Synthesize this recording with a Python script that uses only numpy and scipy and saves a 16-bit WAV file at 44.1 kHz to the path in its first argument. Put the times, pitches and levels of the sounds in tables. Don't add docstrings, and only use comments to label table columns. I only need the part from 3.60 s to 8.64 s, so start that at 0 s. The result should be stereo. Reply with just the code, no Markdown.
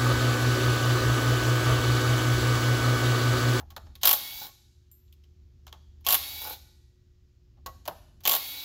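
import sys
import numpy as np
from scipy import signal
from scipy.fft import rfft, irfft, next_fast_len
from scipy.io import wavfile

SR = 44100
rng = np.random.default_rng(int(sys.argv[2]) if len(sys.argv) > 2 else 0)


def digitize_waveform(pressure):
    field = np.atleast_2d(pressure).T
    bounded = np.clip(field, -1, 1)
    quanta = np.round(bounded * 32767).astype(np.int16)
    wavfile.write(sys.argv[1], SR, quanta)


def attenuation_scalar(level_db):
    decades = np.asarray(level_db, float) / 20
    return 10 ** decades


N = 222326

# first blow t/s, bolt hangs loose t/s, trigger released t/s, nominal blow level/dB,
# thud re crack level/dB, motor level/dB
BURSTS = [(0.4328, 0.804, .855, -8.5, -8.5, -41), (2.4657, 2.808, 2.935, -8.5, -10.5, -39.5),
          (4.6537, 5.1, 5.2, -9, -9.5, -40.5)]
BLOWS_PER_BURST = [6, 5, 6]
# f/Hz, level/dB, t60/s
PULLEY = [(522, -17, .22), (1104, 0, .17), (1534, -15, .08), (1933, -24, .2), (3295, -36, .15),
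          (4064, -29, .12)]
FIRST_GAP_S, GAP_S = .0212, .0189


def rms_one(x):
    return x / np.sqrt(np.mean(x ** 2) + 1e-20)


def at_hz(points, hz):
    f_hz, value = np.array(points).T
    return np.interp(np.log(hz), np.log(f_hz), value)


def drift(rate_hz):
    r = np.exp(-80 * np.pi * rate_hz / SR)
    white = rng.standard_normal(N // 40 + 2002)
    slow = signal.lfilter([1], [1, -2 * r, r * r], white)[2000:]
    return np.interp(np.arange(N) / 40, np.arange(len(slow)), rms_one(slow))


def wide_noise(alike):
    mid, side = rng.standard_normal((2, 2, 1, N))
    return np.sqrt(alike) * mid + np.sqrt(1 - alike) * side * [[1], [-1]]


def bands(spectrum):
    edges_hz = 22 * 2 ** np.arange(0, 9.7, 1 / 3)
    for low, high in zip(edges_hz, edges_hz[1:]):
        hz = np.sqrt(low * high)
        if spectrum[0][0] < hz and low < spectrum[-1][0]:
            sos = signal.butter(2, [low, high], "band", fs=SR, output="sos")
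            yield sos, hz, attenuation_scalar(at_hz(spectrum, min(hz, 15200)))


def ring(clicks, hz, t60_s):
    r, w = attenuation_scalar(-60 / (t60_s * SR)), 2 * np.pi * hz / SR
    return signal.lfilter([0, np.sin(w)], [1, -2 * r * np.cos(w), r * r], clicks + 1e-18)


def struck(modes, s, blow_db):
    out = np.zeros(N)
    strength_db = rng.normal(0, 2.2, (len(s), len(modes)))
    for k, (hz, level_db, t60_s) in enumerate(modes):
        clicks = np.zeros(N)
        clicks[(s * SR).astype(int)] = attenuation_scalar(blow_db + level_db + strength_db[:, k])
        out += ring(clicks, hz, t60_s)
    return out


def contacts(rows, pulley_db, crack_t60_s, thud_t60_s, tick_db):
    # f/Hz, level/dB per Hz
    crack = [(88, -53.5), (150, -19.5), (371, -18.5), (798, -2.5), (972, -8.5), (1120, -6), (1860, -13),
             (2180, -21), (3420, -8.5), (6050, -16.5), (7220, -10), (8450, -40), (12800, -3), (15600, -10),
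             (16500, -31.5)]
    s, level_db, treble_db, thud_db = np.transpose(rows)
    out = 0
    white = wide_noise(alike=.75) * attenuation_scalar(3.5 * drift(150) - 1.5)
    for k, (sos, hz, gain) in enumerate(bands(crack)):
        thud_share = np.clip(np.log2(2400 / hz), 0, 1)
        treble_share = np.clip(np.log2(hz / 7000) * 2, 0, 1)
        tilt_db = thud_db * thud_share + treble_db * treble_share
        t60_s = at_hz([(800, thud_t60_s), (3000, crack_t60_s)], hz)
        clicks = np.zeros(N)
        clicks[(s * SR).astype(int)] = attenuation_scalar(level_db + tilt_db + rng.normal(0, 1.5, len(s)))
        fading = signal.lfilter([1], [1, -attenuation_scalar(-60 / (t60_s * SR))], clicks + 1e-18)
        out = out + gain * signal.sosfilt(sos, fading * white[k % 2] + attenuation_scalar(tick_db) * clicks)
    return attenuation_scalar(7.0) * out + struck(PULLEY, s, level_db + pulley_db + 0.38 * thud_db)


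def blow_rows():
    fade_db, weak_lug_db, scatter_db = 0.9, -0.5, 0.5
    first_treble_db, treble_db = -12, -2
    rows = []
    for (first_s, _, _, peak_db, thud_db, _), count in zip(BURSTS, BLOWS_PER_BURST):
        k = np.arange(count)
        s = first_s + (k > 0) * (FIRST_GAP_S + GAP_S * (k - 1))
        lug_db = weak_lug_db * (k % 2)
        level_db = peak_db - fade_db * k + lug_db + scatter_db * rng.standard_normal(count)
        blow_treble_db = np.where(k == 0, first_treble_db, treble_db - lug_db)
        rows += zip(s, level_db, blow_treble_db, thud_db + 0 * s)
    return np.array(rows)


def hammering():
    # f/Hz, level/dB, t60/s
    anvil = [(6971, -27, .08), (7413, -17, .11), (9997, -16, .1), (12250, -13, .2), (12600, -7, .05),
             (12910, -14, .15), (13900, -9, .08), (14175, -9, .12), (14958, -8, .13)]
    rows = blow_rows()
    cracks = contacts(rows, pulley_db=-20.5, crack_t60_s=0.076, thud_t60_s=0.12, tick_db=21.5)
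    return cracks + struck(anvil, rows[:, 0], rows[:, 1] + rows[:, 2] - 4)


def trigger(t):
    loaded_hz, free_hz, speed_up_s, brake_hz_per_s = 2110, 2345, .24, 3000
    wind_up_s, wind_up_db, surge_db, settle_s, brake_db_per_s = .018, -5, 6.5, .08, 500
    seated_rattle_db, loose_rattle_db = -22, -9
    whine_hz = np.full(N, 1. * loaded_hz)
    whirr, rattle, loose = np.zeros((3, N))
    for (first_s, loose_s, release_s, _, _, motor_db), count in zip(BURSTS, BLOWS_PER_BURST):
        free_s = first_s + FIRST_GAP_S + GAP_S * (count - 1)
        free, braked = np.maximum(t - free_s, 0), np.maximum(t - release_s, 0)
        on = (t > first_s - wind_up_s) & (braked < .1)
        climb_hz = free_hz - (free_hz - loaded_hz) * np.exp(-free / speed_up_s)
        whine_hz[on] = (climb_hz - brake_hz_per_s * braked)[on]
        hammering_db = np.interp(t, [first_s, free_s], [wind_up_db, surge_db])
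        load_db = np.where(t < free_s, hammering_db, surge_db * np.exp(-free / settle_s))
        level = on * attenuation_scalar(motor_db + load_db - brake_db_per_s * braked)
        whirr += level
        loose += on * np.clip((t - loose_s) / .04, 0, 1)
        rattle_db = np.interp(t, [loose_s, loose_s + 0.0067], [seated_rattle_db, loose_rattle_db])
        rattle += level * attenuation_scalar(rattle_db)
    return whine_hz, whirr, rattle, loose


def motor():
    # f/Hz, level/dB per Hz
    whirr_spectrum = [(120, -50), (200, -21.5), (312, -12), (434, -22.5), (829, -7), (1770, -12.5),
                      (2210, -6), (2460, -5), (3370, -5.5), (3630, 2.5), (7060, -6.5), (8180, -39.5),
                      (11200, -6), (15300, -1.5), (16500, -16)]
    # multiple of the whine, level/dB re whirr, change once the bolt hangs loose/dB
    gear_tones = [(.125, -27, 0), (1.0, -12, -2), (1.525, -10.5, -7), (1.725, -8, -2), (2.05, -11, -9),
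                  (5.09, -7, -8)]
    # f/Hz, level/dB, t60/s
    rattle_modes = [(537, -13.5, 0.044), (837, -1.5, 0.037), (1462, -11, 0.066)]
    white = wide_noise(alike=0.46)
    whine_hz, whirr_level, rattle_level, loose = trigger(np.arange(N) / SR)
    turn = 2 * np.pi * np.cumsum(whine_hz) / SR
    whirr = 0
    for k, (sos, _, gain) in enumerate(bands(whirr_spectrum)):
        whirr = whirr + gain * attenuation_scalar(1.9 * drift(5.7)) * signal.sosfilt(sos, white[k % 2])
    whirr = rms_one(whirr)
    whirr *= attenuation_scalar(1.5 * np.sin(turn / 8))
    meshed = np.clip((whine_hz - 2110) / 60, 0, 1)
    for multiple, level_db, loose_db in gear_tones:
        level = attenuation_scalar(level_db + loose_db * loose + 2.2 * drift(12))
        wobble = .5 * np.sqrt(multiple) * drift(25)
        whirr += meshed * level * np.sin(multiple * turn + wobble)
    taps = (rng.random(N) < 600 / SR) * rng.standard_normal(N)
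    rattle = rms_one(sum(attenuation_scalar(level_db) * ring(taps, hz, t60_s) for hz, level_db, t60_s in rattle_modes))
    return whirr_level * whirr + rattle_level * rattle


def knocks_and_clicks():
    # t/s, nominal crack level/dB, treble re crack level/dB, thud re crack level/dB
    knocks = [(0.0014, -41, -6, 7), (0.1037, -36, -12, -9), (0.1641, -28, -13, 0.5),
              (0.2633, -50.5, -24, 7), (0.3535, -32, -10, -19.5), (0.8675, -33, -0.5, -7.5),
              (1.3154, -60.5, 10.5, -22.5), (1.4795, -55, -28, -38), (1.5259, -49.5, -5.5, -35.5),
              (1.6372, -53, -15, -18), (2.0675, -37, -11, -4), (2.0781, -36, -24, -15.5),
              (2.1264, -33, -15, -1), (2.4084, -61, -1, -1.5), (2.818, -31.5, 5, -3),
              (2.8426, -30.5, 2.5, -2), (2.8727, -25, -1.5, -0.5), (2.8971, -40, 6, -7),
              (3.9713, -62, -23, 9), (4.0615, -26, -6.5, -2), (4.2544, -32.5, -9, -7.5),
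              (4.2771, -22.5, -5.5, 5.5), (4.6054, -41.5, -9.5, -10)]
    # t/s, nominal crack level/dB, treble re crack level/dB, thud re crack level/dB
    trigger_clicks = [(0.412, -45.5, -16, -13), (2.4432, -42, -18, -17.5), (4.6363, -37, -16, -10)]
    return contacts(knocks + trigger_clicks, pulley_db=-24.5, crack_t60_s=0.064, thud_t60_s=0.15, tick_db=14.0)


def clinks():
    # f/Hz, level/dB, t60/s
    socket = [(7343, -5, 0.1), (8371, -19, 0.31), (10010, -20, 0.16), (12050, -12, 0.2), (12250, -4, 0.22),
              (12500, 0, 0.13), (12930, -8, 0.41), (13160, -12, 0.32), (13930, -11, 0.19),
              (14170, -12, 0.45), (14970, -24, 0.27)]
    # t/s, ring level/dB
    clink_rows = [(0.868, -52.5), (1.315, -50.5), (2.818, -43.5), (2.871, -54), (2.896, -47), (4.064, -56)]
    return struck(socket, *np.transpose(clink_rows))


def pulley_ringing():
    # t/s, ring level/dB
    ring_rows = [(0.885, -56.5), (4.0616, -31.5)]
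    return struck(PULLEY, *np.transpose(ring_rows))


def lingering_tone():
    # f/Hz, level/dB, t60/s
    linger = [(1931, -75, 2.4)]
    return struck(linger, np.array([2.897]), 0)


def heard(x, near_db, near_t60_s, tail_db):
    # f/Hz, level/dB
    lean = [(60, 5), (130, 2), (290, 1.5), (640, -2), (1410, -3.5), (3100, -11), (6820, -2), (15000, -13)]
    # f/Hz, t60/s
    shop_t60 = [(200, 0.63), (1000, 0.56), (3000, 0.8), (8000, 0.96), (16000, 0.23)]
    moves_s = [0, 1.2, 3.6, 6]
    left_lead_s = 3e-5
    size, t = next_fast_len(N + 2 * SR), np.arange(int(1.5 * SR)) / SR
    hz = np.maximum(np.fft.rfftfreq(size, 1 / SR), 1)
    half = attenuation_scalar(at_hz(lean, hz) / 2) * np.exp(1j * np.pi * hz * left_lead_s)
    ports = np.array([half, 1 / half])
    white, tail = rng.standard_normal((2, 2, len(t))) / np.sqrt(SR), 0
    for k, (sos, centre_hz, _) in enumerate(bands([(100, 0), (17000, 0)])):
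        decay = attenuation_scalar(tail_db - 60 * t / at_hz(shop_t60, centre_hz))
        tail = tail + signal.sosfilt(sos, white[k % 2]) * decay * (t > .008)
    out = rfft(x, size) * rfft(tail, size) * abs(ports) ** .5
    for start_s, end_s in zip(moves_s, moves_s[1:]):
        near = attenuation_scalar(near_db - 60 * t / near_t60_s) * rng.standard_normal((2, len(t))) / np.sqrt(SR)
        here = x * (np.arange(N) >= start_s * SR) * (np.arange(N) < end_s * SR)
        out += rfft(here, size) * ports * (1 + rfft(near, size))
    return irfft(out, size)[:, :N]


def far_noise(spectrum, patchy_db):
    # f/Hz, likeness
    likeness = [(60, 1), (240, 0.81), (950, 0.097), (3770, 0.066), (15000, 0.03)]
    out, white = 0, rng.standard_normal((2, 2, N))
    for k, (sos, hz, gain) in enumerate(bands(spectrum)):
        mid, side = signal.sosfilt(sos, white[k % 2])
        alike = np.clip(at_hz(likeness, hz), -1, 1)
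        stereo = np.sqrt(1 + alike) * mid + np.sqrt(1 - alike) * side * [[1], [-1]]
        out = out + gain * attenuation_scalar(patchy_db * drift(3)) * stereo
    return rms_one(out)


def shop_hum():
    # t/s, rumble level/dB, low hum level/dB
    shop = [(0, -52.5, -46.5), (.3, -52, -54), (.6, -59.5, -78.5), (1.2, -62, -61), (2.1, -55.5, -54.5),
            (2.5, -57, -53), (3.4, -60, -64), (3.7, -60.5, -66), (4.1, -53.5, -62.5), (4.6, -55, -70),
            (5.05, -64.5, -73)]
    # f/Hz, rms level/dB before drift
    mains = [(120, -70), (360.5, -77)]
    # f/Hz, level/dB per Hz
    rumble = [(13, -53), (34, -15), (75, -10), (129, -23), (146, -26.5), (296, -33.5), (322, -34.5),
              (365, -18), (385, -41.5), (600, -47.5), (780, -77), (1320, -120)]
    # f/Hz, level/dB per Hz
    hiss = [(500, -15.5), (900, -6), (1900, -5.5), (3300, -4), (6200, -4), (8000, -30), (10500, -23),
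            (13000, -15), (16500, -19.5)]
    t = np.arange(N) / SR
    s, rumble_points_db, hum_points_db = np.transpose(shop)
    rumble_db, hum_db = np.interp(t, s, rumble_points_db), np.interp(t, s, hum_points_db)
    hiss_db = -77.5 + 0.13 * (hum_db - hum_db.mean())
    hum_phase = 2 * np.pi * 73.4 * t + .6 * drift(0.52) + [[.25], [-.25]]
    tones = np.sqrt(2) * attenuation_scalar(hum_db + 0.87 * drift(1.1)) * np.sin(hum_phase)
    for hz, level_db in mains:
        level = np.sqrt(2) * attenuation_scalar(level_db + 1.1 * drift(5.1))
        tones += level * np.sin(2 * np.pi * hz * t + 0.5 * drift(3.3))
    noise = attenuation_scalar(rumble_db) * far_noise(rumble, patchy_db=1.0) + attenuation_scalar(hiss_db) * far_noise(hiss, patchy_db=0.5)
    return noise + tones


def scene():
    tool = hammering() + motor() + knocks_and_clicks()
    tool += clinks() + pulley_ringing() + lingering_tone()
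    return heard(tool, near_db=18.5, near_t60_s=0.0036, tail_db=1.5) + shop_hum()


def roll_off(x):
    return signal.sosfilt(signal.butter(12, 16660, fs=SR, output="sos"), x)


def record(dry):
    cut = signal.sosfilt(signal.cheby2(14, 60, 16400, fs=SR, output="sos"), dry)
    mix = np.clip(cut, -1, 1)
    return roll_off(mix)


dry = scene()
out = record(dry)
digitize_waveform(out)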